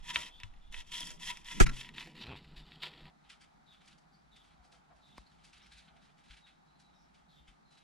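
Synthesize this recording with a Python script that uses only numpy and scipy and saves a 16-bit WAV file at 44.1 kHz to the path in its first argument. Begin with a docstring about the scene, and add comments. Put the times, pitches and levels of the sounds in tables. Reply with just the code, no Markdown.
"""A toothbrush scrubs and knocks inside a ringing metal pump housing in a boat's engine space.
Bristles slip in clumps, the head strikes the rim, and the hand-held camera takes one hard bump, then
creaks. At 3.1 s the scene cuts to a quiet cabin: fingers rub crackling grease over a rubber impeller,
with soft scuffs and a tap on the boards. Birds whistle far outside, over grip rumble and the hull's hush."""
import sys
import numpy as np
from scipy import signal
from scipy.fft import rfft, irfft, next_fast_len
from scipy.io import wavfile
from scipy.ndimage import uniform_filter1d, map_coordinates

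SR = 44100
rng = np.random.default_rng(int(sys.argv[2]) if len(sys.argv) > 2 else 0)


def dump_mix(stems):
    """Bounce the given channels to the path in sys.argv[1] as a 16-bit WAV at rate SR."""
    frames = np.atleast_2d(stems).T  # one column per channel
    limited = np.clip(frames, -1, 1)  # hard clip at full scale
    pcm = np.round(limited * 32767).astype(np.int16)
    wavfile.write(sys.argv[1], SR, pcm)


N = 345303
CUT_S, RING_END_S = 3.1, 3.3  # the cabin begins; the engine space stops ringing
BEFORE_CUT = np.arange(N) < CUT_S * SR


def toothbrush():
    """Bristles slip in clumps over metal; slips and knocks ring the housing, its rim and the handle."""
    # brush strokes: t/s, length/s, level/dB, change over the stroke/dB, tip brightness/dB
    scrubs = [ (0.034, 0.071, -58.5, 20.5, -12), (0.141, 0.14, -37, -11, -12), (.31, 0.096, -78.5, 5, -21),
              (.405, 0.018, -55.5, -2.5, -32), (.438, 0.046, -57.5, -8, -14.5),
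              (.5, 0.18, -72, -1.5, -13.5), (0.727, 0.08, -51, 0.5, -10.5), (.865, 0.035, -61.5, 4.5, -11),
              (0.922, 0.105, -42.5, -0.5, -8.5), (1.04, 0.12, -48, -14.5, -3.5),
              (1.203, 0.076, -51, 11, -7.5), (1.281, 0.025, -39, 1, -11.5), (1.33, 0.084, -52, -7.5, -10),
              (1.455, 0.074, -51.5, 10.5, -11), (1.535, 0.11, -45.5, -8.5, -8.5),
              (1.715, 0.096, -53.5, 9, -7.5), (1.829, 0.056, -49, -9, -11.5),
              (1.939, 0.046, -58.5, 12, -13.5), (1.995, 0.12, -45, -15, -10.5),
              (2.152, 0.088, -55.5, 6, -15), (2.225, 0.1, -59.5, 0, -11.5),
              (2.364, 0.029, -54.5, -7, -12.5), (2.411, 0.12, -68.5, -4, -14),
              (2.568, 0.058, -51, -12, -10.5), (2.64, 0.12, -66, 5.5, -11.5), (2.81, 0.018, -55, 10.5, -15),
              (2.834, .011, -36, -9, -16), (2.848, 0.037, -43.5, -7, -14.5), (2.909, 0.17, -59, -3, -14.5)]
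    # the head is in the housing: from/s, to/s
    inside = [(0, .3), (.72, 3.1)]
    # the head strikes metal: t/s, level/dB, brightness/dB, handle thud/dB
    knocks = [(0.1591, -14.5, -40, -19), (0.401, -44.5, -6, -15.5), (0.4339, -33, -14, -47),
              (0.5381, -56.5, -9, -12.5), (0.7243, -55.5, 9, -16), (0.743, -32.5, -9, -17.5),
              (0.919, -50, -19, -33), (1.006, -39.5, 10, -6), (1.0712, -45.5, 13, -11),
              (1.1048, -43.5, 8.5, -6), (1.115, -45.5, 4.5, -5), (1.199, -49, -4, -19),
              (1.3717, -40, -3, -38.5), (1.4459, -52.5, 6, -28.5), (1.8119, -37, -26.5, -27),
              (1.8472, -40.5, -31, -33), (1.8902, -38.5, -11, -32), (1.9818, -32, -29.5, -42),
              (2.061, -51.5, -25, -3), (2.073, -47.5, -25, -1.5), (2.153, -52.5, -11, -8),
              (2.2669, -45.5, -12, -8), (2.362, -47, -15, -15), (2.4452, -54.5, -5, -26),
              (2.565, -54.5, -8, -14), (2.7196, -45, -27, -32), (2.8341, -31.5, -27, -17),
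              (2.8702, -41, -9, -10.5), (2.937, -48, -20, -24), (3.006, -51.5, -26, -4),
              (3.055, -49.5, -28, -5.5)]
    # thin ring of the rim: f/Hz, width/Hz, level/dB
    tip_modes = [(4530, 91, -1.5), (5360, 320, 0), (6010, 200, 4.5), (6370, 1700, -1), (7520, 1500, -2),
                 (9750, 890, -7.5), (12500, 2100, -32)]
    # plastic handle: f/Hz, width/Hz, level/dB
    handle_modes = [(310, 69, 1), (720, 270, 1.5), (1170, 780, -4.5), (1820, 1200, -2)]
    s, length, db, change_db, bright_db = np.transpose(scrubs)
    press = lambda level: BEFORE_CUT * gestures(s, length, level, change_db, rise=1201, fall=702.5)
    # bristles still touch the metal between strokes
    resting = amp(-66) * sum((np.arange(N) >= a * SR) & (np.arange(N) < b * SR) for a, b in inside)
    scrub = np.maximum(press(db), resting)
    bright = np.maximum(press(db + bright_db), amp(-11) * resting)
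    clumps_db = 1.2 * wobble(60) + 2.5 * wobble(260)
    slips = scrub * unit(amp(clumps_db) * grains(0.22, 1.7))
    flicks = bright * unit(amp(0.27 * clumps_db) * grains(0.14, 1.7))  # single tips spring back

    knock_s, knock_db, tip_db, thud_db = np.transpose(knocks)
    blow = lambda level, t60: bursts(knock_s, knock_db + level, t60, attack=0.00015)
    snap = contact_snap(knock_s, knock_db)
    clatter = head_clatter()
    contact = amp(-12) * snap  # the part of the snap that rings the metal
    body = amp(-3) * slips + blow(-13, 0.025) + contact
    tips = amp(0.5) * flicks + blow(tip_db + 1.5, 0.0055) + amp(-16.5) * clatter
    handle = amp(-22) * slips + blow(thud_db - 1.5, 0.018)
    edge = amp(-2) * scrub * unit(amp(clumps_db) * grains(0.2, 2)) + blow(-3.5, 0.0051) + contact
    metal = housing(body, edge, hollow=slips + blow(-15, 0.014)) + ring(tips, resonant(tip_modes))
    return snap + metal + plastic_head(clatter) + ring(handle, resonant(handle_modes))


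def housing(body, edge, hollow):
    """The cavity rings when the head is deep inside, the flange as it comes out; the hollow air sings."""
    # housing and cavity: f/Hz, width/Hz, level/dB
    cavity_modes = [(974.5, 36, -2.5), (1760, 90, -7), (1917, 60, -1), (2135, 34, 0), (2307, 58, -4),
                    (2540, 160, -2), (2783, 200, -3), (3030, 130, -2), (3164, 120, -7.5), (3540, 130, -5),
                    (4300, 300, -13.5)]
    # air in the hollow: f/Hz, width/Hz, level/dB
    hollow_modes = [(3200, 97, 1), (3400, 99, 0.5)]
    # bristles on the flange: f/Hz, width/Hz, level/dB
    flange_modes = [(960, 60, -12), (1410, 190, -9.5), (2010, 330, -12), (2897, 450, 1.5), (3760, 400, 2),
                    (4370, 690, -5.5)]
    # the head's path: t/s, share inside the housing/0-1, ring of the hollow/dB
    path = [(0, 0.85, -10), (.13, 0.88, -9.5), (.3, 0.65, -18), (.85, 0.8, -9), (.95, 0.56, -3),
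            (1.25, 0.76, -6.5), (1.5, 0.9, -10.5), (1.95, 0.62, -9), (2.11, 0.9, -24), (2.17, 0.32, -37),
            (2.8, 0.2, -5.5), (3.1, 0.6, -12)]
    depth, hollow_db = curves(path)
    depth = np.clip(depth, 0, 1)
    # the cavity passes little above its modes
    cavity = lambda hz: resonant(cavity_modes)(hz) / (1 + 1j * hz / 3200 - (hz / 4200) ** 2)
    flange = lambda hz: resonant(flange_modes)(hz) / (1 + 500 / (1j * hz + 1))
    spot, detune = (1 + np.tanh(2 * wobble(9))) / 2, 0.023  # the moving head detunes the upper modes
    inner = sum(ring(np.sqrt(depth * share) * body, lambda hz: cavity(hz * (1 + shift * (hz > 2000))))
                for share, shift in [(spot, detune), (1 - spot, -detune)])
    air_ring = ring(amp(hollow_db) * hollow, resonant(hollow_modes))
    return inner + air_ring + ring(np.sqrt(1 - depth) * edge, flange)


def contact_snap(s, db):
    """Each knock opens with the dry snap of a brief contact."""
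    contact_s, contact_hz = 0.001, 2600
    hits = np.bincount(np.round(s * SR).astype(int), amp(db + 5.5), N)
    t = np.arange(-contact_s / 2, contact_s / 2, 1 / SR)
    pulse = np.cos(np.pi * t / contact_s) ** 2 * np.cos(2 * np.pi * contact_hz * t)
    return np.convolve(hits, pulse)[:N]


def head_clatter():
    """The brush head rebounds in gritty bursts after the bump."""
    # t/s, length/s, level/dB, change/dB
    rebounds = [(1.666, 0.0053, -28, -6.5), (1.678, .012, -41.5, -6), (1.692, 0.0066, -36.5, -1.5),
                (1.73, .003, -58.5, 0)]
    return gestures(*np.transpose(rebounds), rise=3001.5, fall=3001.5) * grains(0.3, 2)


def plastic_head(clatter):
    """The plastic head gives its clatter a dull ring."""
    # f/Hz, width/Hz, level/dB
    head_modes = [(1340, 210, -4.5), (1680, 200, -0.5), (2320, 550, -2), (3140, 250, -7.5),
                  (3900, 250, -4.5)]
    dull = filtered(clatter, lambda hz: 1 / (1 + 1j * hz / 4000) ** 2)
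    return ring(dull, resonant(head_modes))


def fingers():
    """Skin drags over rubber vanes in fine grains; each rub starts with a smack, and the grease crackles."""
    # finger slides: t/s, length/s, level/dB, crackle over rub/dB
    rubs = [ (3.244, 0.064, -70, -16), (3.303, 0.03, -54.5, -5.5), (3.414, 0.025, -60, -3.5),
            (3.727, 0.049, -69, -8), (3.812, 0.047, -67, -10), (3.861, .008, -72.5, 8),
            (3.88, 0.032, -62, -2.5), (3.929, 0.017, -67.5, -5), (3.987, 0.0074, -80.5, 11),
            (4.367, 0.014, -62.5, -3.5), (4.441, 0.076, -74, -2), (4.505, 0.028, -69.5, -9),
            (4.645, 0.02, -75.5, 4.5), (4.727, 0.031, -68, 0), (4.964, .02, -75.5, -1),
            (5.075, 0.029, -76.5, -3), (5.179, 0.0033, -59.5, -5), (5.446, 0.05, -70, 3),
            (5.532, 0.055, -63, -4), (5.605, 0.068, -66, -16), (5.664, 0.013, -64, -4),
            (5.721, 0.068, -59.5, -5), (5.783, 0.043, -60, -7), (5.841, 0.04, -70, -9),
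            (5.885, 0.013, -66.5, -24.5), (5.961, 0.045, -73.5, -10), (6.021, 0.078, -71, -3.5),
            (6.094, 0.019, -72, -8.5), (6.183, 0.028, -73, -4), (6.24, 0.1, -71.5, -2.5),
            (6.285, .012, -65, -7), (6.3, 0.082, -61.5, -8), (6.37, 0.03, -62, -7), (6.469, 0.04, -64, -12),
            (6.8, 0.029, -72, 3), (7.148, 0.035, -72, -3.5), (7.479, 0.032, -63, -6.5),
            (7.712, 0.059, -75.5, 1), (7.776, 0.03, -64, -6)]
    # light contact between rubs: t/s, level/dB
    light_touch = [(3.1, -87.5), (4.9, -85.5), (5.3, -74.5), (6.1, -85.5), (6.55, -83.5), (7.83, -86)]
    # rubber vanes: f/Hz, width/Hz, level/dB
    vane_modes = [(1350, 350, 4.5), (2400, 710, 7), (2890, 380, 9.5), (3540, 790, 7.5), (4170, 820, -6)]
    # crackle of greasy skin: f/Hz, level/dB
    skin = [(2650, -58), (4500, -2.5), (5850, -7.5), (7950, -12), (10300, -16.5), (14000, -49),
            (15000, -45)]
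    s, length, db, crackle_db = np.transpose(rubs)
    touch = amp(curves(light_touch)[0])
    slide = lambda level: gestures(s, length, level, change_db=-8.5, rise=1507, fall=372)
    smacks = lambda level: bursts(s, level - 20, t60=0.012, attack=0.00067)
    drag = amp(1.6 * wobble(90))
    rub = (slide(db) + touch) * unit(drag * grains(0.28, 2.1)) + smacks(db)
    crackle = (slide(db + crackle_db) + amp(-5) * touch) * unit(drag * grains(0.2, 1.8))
    crackle += smacks(db + crackle_db)
    bend = (1 + np.tanh(wobble(14))) / 2  # the vanes bend and their colour shifts
    sharpness, shift = 1.8, 0.096
    vane = lambda ratio: lambda hz: unit(abs(resonant(vane_modes)(hz * ratio)) ** sharpness)
    rubber = filtered(np.sqrt(bend) * rub, vane(1 + shift))
    rubber += filtered(np.sqrt(1 - bend) * rub, vane(1 - shift))
    return rubber + filtered(crackle, lambda hz: unit(amp(along(skin, hz))))


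def camera_bump():
    """The shell rattles unevenly at the two ports while the microphone membranes swing; mid and side."""
    # shell rattles: t/s, level/dB, length/s, fall/dB, brightness/dB
    rattles = [(1.6008, -16, 0.0053, 4.5, -8), (1.607, -12, .012, 9.5, -13), (1.614, -28.5, .017, 2.5, -2),
               (1.633, -38.5, .013, 7, 2.5)]
    # separate hits within the bump: t/s, level/dB
    blows = [(1.603, 3), (1.6058, 6), (1.61, -2.5)]
    # camera casing: f/Hz, width/Hz, level/dB
    casing_modes = [(330, 78, 2.5), (479.4, 100, -0.5), (752, 280, -5), (1080, 450, -8.5), (1340, 170, 3.5),
                    (1710, 120, -4.5), (1970, 130, -8)]
    # membrane swings: t/s, f/Hz, t60/s, mid/dB, side/dB
    swings = [(1.6085, 75, .08, -24, -7), (1.6085, 160, .035, -15, -40), (1.609, 128, .11, -25, -22),
              (1.63, 125, .45, -34, -28), (1.664, 172, .12, -40, -26), (.437, 100, .2, -44, -40)]
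    # a slow drop and rise of pressure, later at the right port: t/s, length/s, level/dB, lag/s
    lurches = [(1.6155, .03, -9, .005), (1.678, .04, -26, .004)]
    dull, sharp, thump = np.zeros((2, N)), np.zeros((2, N)), np.zeros((2, N + SR))
    for s, db, length, fall_db, bright_db in rattles:
        start, u = round(s * SR), np.linspace(0, 1, round(length * SR))
        span = slice(start, start + len(u))
        low, high = amp(db - fall_db * u) * rng.standard_normal((2, 2, len(u)))
        dull[:, span] += [amp(-9.5) * low[0] - amp(-20) * low[1], low[1]]  # louder at the right port
        sharp[:, span] += high * amp(bright_db) * amp([[0.3], [-2.5]])
    for s, db in blows:
        dull[:, round(s * SR)] += amp(db) * np.array([-amp(-10), 1])
    t = np.arange(SR // 2) / SR
    for s, hz, t60, mid_db, side_db in swings:
        mix_in(thump, s, amp([[mid_db], [side_db]]) * amp(-60 * t / t60) * np.sin(2 * np.pi * hz * t))
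    for s, length, db, lag in lurches:
        u = np.linspace(0, 1, round(length * SR))
        push = -amp(db - 5 * u) * np.sin(2 * np.pi * u ** 0.8) / 2
        mix_in(thump, s, push)
        mix_in(thump, s + lag, push * [[1], [-1]])
    casing = lambda hz: resonant(casing_modes)(hz) / (1 + 1j * hz / 2500) ** 2
    hiss = resonant([(2100, 1200, -1.9), (7300, 1900, -5.5), (10900, 2800, -17.0)])
    return thump[:, :N] + ring(dull, casing) + ring(sharp, hiss)


def shell_creak():
    """The camera shell sticks and slips under a finger: each slip is a short scratch and a low jolt."""
    # t/s, slip rate/Hz, level/dB, high modes/dB
    creak = [(2.2055, 175, -58, 11), (2.235, 125, -55.5, 3), (2.25, 101, -50, -10), (2.265, 111, -52.5, -1),
             (2.31, 141, -47, -20), (2.33, 100, -46.5, -24), (2.35, 90, -51, -22), (2.368, 42, -53, 9)]
    rate, db, high_db = curves(creak)
    slip = np.diff(np.floor(np.cumsum(np.maximum(rate, 0)) / SR), prepend=0)
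    decay = signal.lfilter([1], [1, -np.exp(-1 / SR / 0.0036)], slip)
    scratch = amp(db + 1) * decay * rng.standard_normal(N)
    jolts = -amp(db + 23) * slip
    low = ring(scratch, resonant([(930, 320, -4), (2550, 230, -0.5), (3280, 200, -5), (3830, 180, -10)]))
    high = ring(amp(high_db) * scratch, resonant([(4070, 200, 5.0), (5800, 480, -4)]))
    thud = ring(jolts, lambda hz: resonant([(160, 180, 0.3)])(hz) / (1 + 1j * hz / 450) ** 2)
    return low + high + thud


def grip_rumble():
    """Hand movements rumble through the shell and jolts swing the whole camera; mid and side."""
    # the hand before and after the bump, a table each: t/s, sway/dB, shell rumble/dB
    grip = [
        [(0.0, -36.5, -73), (0.138, -64, -57), (0.608, -49.5, -97), (0.794, -39, -68.5), (0.85, -64, -79),
         (1.008, -51, -56), (1.502, -61, -70.5), (1.56, -49, -47)],
        [(1.7, -47, -49), (1.75, -39, -59.5), (1.844, -61, -59.5), (2.144, -72, -59), (2.6, -63, -63),
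         (2.9, -85, -65.5), (3.014, -61, -60), (3.1, -74, -63.5)],
    ]
    # slow sway: f/Hz, level/dB
    sway_colour = [(6, -5), (20, 2), (35, -11), (50, -24), (90, -120)]
    # hand tremor: f/Hz, level/dB
    tremor_colour = [(20, -58.5), (40, -3.5), (55, 1.5), (75, -8.5), (100, -13), (140, -51.5), (250, -120)]
    # shell rumble: f/Hz, level/dB
    shell_colour = [(60, -60.5), (110, -15), (150, 4.5), (210, -1), (290, -10), (400, -14), (600, -33),
                    (900, -120)]
    # small jolts: t/s, level/dB, f/Hz
    jolts = [(0.16, -49.5, 64.6), (0.428, -53, 39), (0.681, -47, 40.4), (2.277, -50, 71),
             (2.568, -50, 40.2), (4.596, -57, 56.5), (5.185, -52.5, 52.5), (5.739, -70, 57),
             (6.3, -51, 50.8), (7.399, -58.5, 60.3), (7.483, -56.5, 42.69)]
    held_db, rest_db, hull_db = -67.5, -76, -71  # tremor held and at rest; the hull's steady low hush
    sway_db, shell_db = curves(*grip)
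    tremor_db = np.where(BEFORE_CUT, held_db, rest_db) + 3 * wobble(4)
    sway = coloured(rng.standard_normal((2, N)), sway_colour) * amp([[0.3], [-7]])
    tremor = coloured(rng.standard_normal((2, N)), tremor_colour) * amp([[0.3], [-9]])
    shell = coloured(rng.standard_normal((2, N)) * amp(1.8 * wobble(25)), shell_colour) * amp([[0], [-1]])
    shake, t = np.zeros(N + SR), np.arange(SR // 2) / SR
    rise_s, t60 = 0.0049, 0.2
    for s, db, hz in jolts:
        mix_in(shake, s, amp(db - 60 * t / t60) * (1 - np.exp(-t / rise_s)) * np.sin(2 * np.pi * hz * t))
    rumble = amp(np.maximum(sway_db, -86)) * sway + amp(tremor_db) * tremor
    rumble += amp(np.maximum(shell_db, hull_db)) * shell
    return rumble + amp([[5], [-4]]) * shake[:N]


def floor_tap():
    """Plastic taps the floorboards: one dry blow and a short scatter."""
    # t/s, level/dB, t60/s
    tap = (5.1807, -40, 0.013)
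    # floorboard: f/Hz, width/Hz, level/dB
    board_modes = [(252, 180, -1.5), (770, 210, 1.5), (1130, 290, 3.5), (2100, 160, 2), (4700, 590, -8.5)]
    s, db, t60 = tap
    blow = bursts([s], db, t60, attack=0.00018)
    blow[round(s * SR)] += amp(db + 15.5)
    return filtered(blow, resonant(board_modes))


def hand_scuffs():
    """A hand shifts on the boards with a soft, hollow rub."""
    # t/s, length/s, level/dB
    scuffs = [(4.601, 0.13, -70), (4.927, .05, -75.5), (5.833, .2, -79)]
    # hollow colour of the rub: f/Hz, width/Hz, level/dB
    scuff_modes = [(717, 91, 4), (1155, 280, -5.5), (1430, 200, -2.5)]
    pressure = gestures(*np.transpose(scuffs), change_db=-0.54, rise=400, fall=190)
    drag = pressure * amp(6.2 * wobble(30)) * rng.standard_normal(N)
    return filtered(drag, lambda hz: unit(abs(resonant(scuff_modes)(hz)) * (hz < 4000)))


def birds():
    """Gliding whistles, smeared by distance and leaves, scatter off hulls and trees; one short bright tick
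    among them is a finger on rubber."""
    # far calls, and at 5.264 s a finger's short tick on the rubber: t/s, length/s, from/Hz, to/Hz, level/dB,
    # smear/Hz
    calls = [(0.295, 0.12, 3195, 3546, -61.5, 190), (0.61, 0.11, 3546, 3380, -72.5, 200),
             (2.614, 0.03, 3666, 3490, -72, 150), (3.662, 0.095, 3920, 3270, -67, 240),
             (4.121, 0.043, 4830, 4620, -74.5, 350), (4.31, 0.13, 3865, 3230, -69, 300),
             (5.012, 0.14, 4040, 3440, -71, 300), (5.264, 0.013, 4280, 4290, -65, 250),
             (5.617, 0.043, 5460, 5460, -72, 400), (6.417, 0.091, 3960, 3360, -70.5, 42),
             (6.659, 0.13, 3930, 4110, -78.5, 64), (6.805, 0.099, 4080, 3863, -74.5, 21),
             (6.925, 0.067, 3850, 3800, -78, 200), (6.936, 0.12, 5480, 5360, -78.5, 400),
             (7.282, 0.13, 4080, 3214, -71, 400), (7.651, 0.14, 4130, 3880, -74, 60)]
    song = np.zeros(N + SR)
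    for s, length, from_hz, to_hz, db, smear_hz in calls:
        n = round(length * SR)
        tone = np.exp(2j * np.pi * np.cumsum(np.linspace(from_hz, to_hz, n)) / SR)
        scatter = [1, 1j] @ uniform_filter1d(rng.standard_normal((2, n)), int(SR / smear_hz / 2), axis=1)
        mix_in(song, s, amp(db) * np.hanning(n) ** 0.15 * unit((tone * scatter).real))
    song = song[:N] * amp(wobble(35))  # far calls flicker
    t, echo_t60 = np.arange(SR // 3) / SR, 0.4
    echo = amp(-60 * t / echo_t60) * rng.standard_normal(len(t))
    return song + amp(-1) * signal.fftconvolve(song, echo / np.linalg.norm(echo))[:N]


def air():
    """The hush of the hull and the microphones' own noise, faintly patchy; mid and side."""
    # t/s, mid/dB, side/dB
    levels = [(0, -71.5, -67), (1.9, -73.5, -71), (2.2, -74, -78), (3.098, -66.5, -82), (3.104, -70, -67),
              (7.83, -72, -67.5)]
    # hush in the centre: f/Hz, level/dB
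    mid_colour = [(150, -31.5), (250, -1), (391, -13.5), (553, -10.5), (808, 2.5), (1050, -5.5), (1260, -2),
                  (1730, -9), (2440, -14), (2700, -22), (3950, -14.5), (5870, -22), (10000, -31.5),
                  (15400, -43)]
    # hush at the sides: f/Hz, level/dB
    side_colour = [(150, -37.5), (250, -2.5), (405, -13.5), (562, -7.5), (728, -3), (836, -0.5),
                   (1030, -8.5), (1380, -8), (2800, -21.5), (5110, -27), (9350, -33.5), (15400, -50)]
    mid_db, side_db = curves(levels)
    spectra = signal.stft(rng.standard_normal((2, N)), nperseg=512)[2]
    patches = uniform_filter1d(uniform_filter1d(rng.standard_normal(spectra.shape[1:]), 6, 0), 14, 1)
    mid, side = signal.istft(spectra * amp(0.82 * unit(patches)), nperseg=512)[1][:, :N]
    return np.array([amp(mid_db) * coloured(mid, mid_colour), amp(side_db) * coloured(side, side_colour)])


def walls(x):
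    """Close walls answer in mid and side; each frequency dies at its own speed."""
    # f/Hz, t60/s
    decay = [(300, 0.61), (2000, 0.019), (10000, 0.037)]
    hz, t, spectra = signal.stft(rng.standard_normal((2, SR // 4)), SR, nperseg=256)
    tail = signal.istft(spectra * amp(-60 * t / along(decay, hz)[:, None]), SR, nperseg=256)[1]
    return signal.fftconvolve(np.pad(x, (130, 0))[None], tail / np.linalg.norm(tail[0]), axes=1)[:, :N]


def placed(x, wet_db):
    """Mid and side of a source: the ports hear it shifted in phase, and the walls answer."""
    # colour of the side signal: f/Hz, level/dB
    side_colour = [(60, 0), (150, 3), (380, -8.5), (950, -1), (2380, -4), (5970, 4), (15000, 7)]
    spread = lambda hz: amp(along(side_colour, hz))
    wet_mid, wet_side = amp(wet_db) * walls(x)
    width = np.where(BEFORE_CUT, 0.55, 0.2)
    side = filtered(width * x, lambda hz: 1j * spread(hz)) + filtered(1.4 * wet_side, spread)
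    return np.array([x + wet_mid, side])


def gestures(s, length, db, change_db, rise, fall):
    """Gain of a row of gestures: rise, hold with a steady change, fall; rise and fall in dB a second."""
    gain, t = np.zeros(N + SR), np.arange(-(SR // 8), SR // 3) / SR
    for start, hold, level_db, change in np.broadcast(s, length, db, change_db):
        held_db = level_db + change / hold * np.clip(t, 0, hold)
        edges_db = rise * np.minimum(t, 0) - fall * np.maximum(t - hold, 0)
        part = gain[round(start * SR):][:len(t)]
        part[:] = np.maximum(part, amp(held_db + edges_db))
    return gain[SR // 8:][:N]


def bursts(s, db, t60, attack):
    """Puffs of noise that rise and die away; times in seconds."""
    out, t = np.zeros(N + SR), np.arange(SR // 12) / SR
    for start, level_db in np.broadcast(s, db):
        envelope = amp(level_db - 60 * t / t60) * (1 - np.exp(-t / attack))
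        mix_in(out, start, envelope * rng.standard_normal(len(t)))
    return out[:N]


def grains(share, spread_db):
    """Random slips on a share of the samples, a few much larger than the rest."""
    size = np.minimum(rng.exponential(size=N), 4)
    return unit((rng.random(N) < share) * rng.standard_normal(N) * amp(spread_db * size))


def wobble(rate):
    """A smooth random curve, rate knots a second."""
    return map_coordinates(rng.standard_normal(int(N * rate / SR) + 4), [np.arange(N) * rate / SR])


def resonant(modes):
    """Unit-power response of a sum of resonances: f/Hz, width/Hz, level/dB."""
    def response(hz):
        total = sum((-1) ** k * amp(db) * 1j * hz * width / (centre ** 2 - hz ** 2 + 1j * hz * width)
                    for k, (centre, width, db) in enumerate(modes))
        return total / np.sqrt(np.mean(abs(total) ** 2))
    return response


def ring(x, response):
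    """An engine-space sound through a response; silent from RING_END_S on."""
    out, end = np.zeros(x.shape), int(RING_END_S * SR)
    out[..., :end] = filtered(x[..., :end], response)
    return out


def filtered(x, response):
    """x through a complex response of frequency."""
    size = next_fast_len(x.shape[-1] + SR // 4)
    return irfft(rfft(x, size) * response(np.fft.rfftfreq(size, 1 / SR)), size)[..., :x.shape[-1]]


def coloured(x, spectrum):
    return unit(filtered(x, lambda hz: amp(along(spectrum, hz))))


def along(points, hz):
    """A curve through (f/Hz, value) points on a log axis."""
    knots, values = np.transpose(points)
    return np.interp(np.log(hz + 1), np.log(knots + 1), values)


def curves(*tables):
    """One value per sample for each column after the time; silence before and after."""
    s, *columns = np.concatenate(tables).T
    return [np.interp(np.arange(N) / SR, s, column, left=-200, right=-200) for column in columns]


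def mix_in(track, s, sound):
    track[..., round(s * SR):][..., :sound.shape[-1]] += sound


def amp(db):
    return 10 ** (np.asarray(db) / 20)


def unit(x):
    return x / np.sqrt(np.mean(x ** 2) + 1e-20)


def scene():
    """All sources as mid and side, turned into left and right."""
    airborne = placed(toothbrush() + fingers() + birds() + hand_scuffs(), wet_db=-9)
    mid, side = airborne + grip_rumble() + camera_bump() + air()
    mid = mid + shell_creak() + floor_tap()
    return np.array([mid + side, mid - side])


def record(dry):
    """From the bump to the cut the camera glides over to one mono rear port; the top octave fades."""
    # colour of the rear port: f/Hz, level/dB
    rear_colour = [(100, 5), (220, 1.5), (400, 7), (1000, 3), (2000, 3), (3300, 0.7), (4700, 6.5),
                   (6000, -11), (8000, -1), (9200, -12), (10500, -2.5), (14000, 0)]
    glide_from_s, glide_to_s, top_hz = 1.6, 2.304, 15580
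    blend = np.interp(np.arange(N) / SR, [glide_from_s, glide_to_s, CUT_S, CUT_S], [0, 1, 1, 0])
    rear = ring(dry.mean(axis=0), lambda hz: amp(along(rear_colour, hz)))
    roll_off = lambda hz: amp(along([(11000, -2.0), (13500, -3.5), (15500, -13.5)], hz)) * (hz < top_hz)
    return filtered((1 - blend) * dry + blend * rear, roll_off)


dry = scene()
out = record(dry)
dump_mix(out)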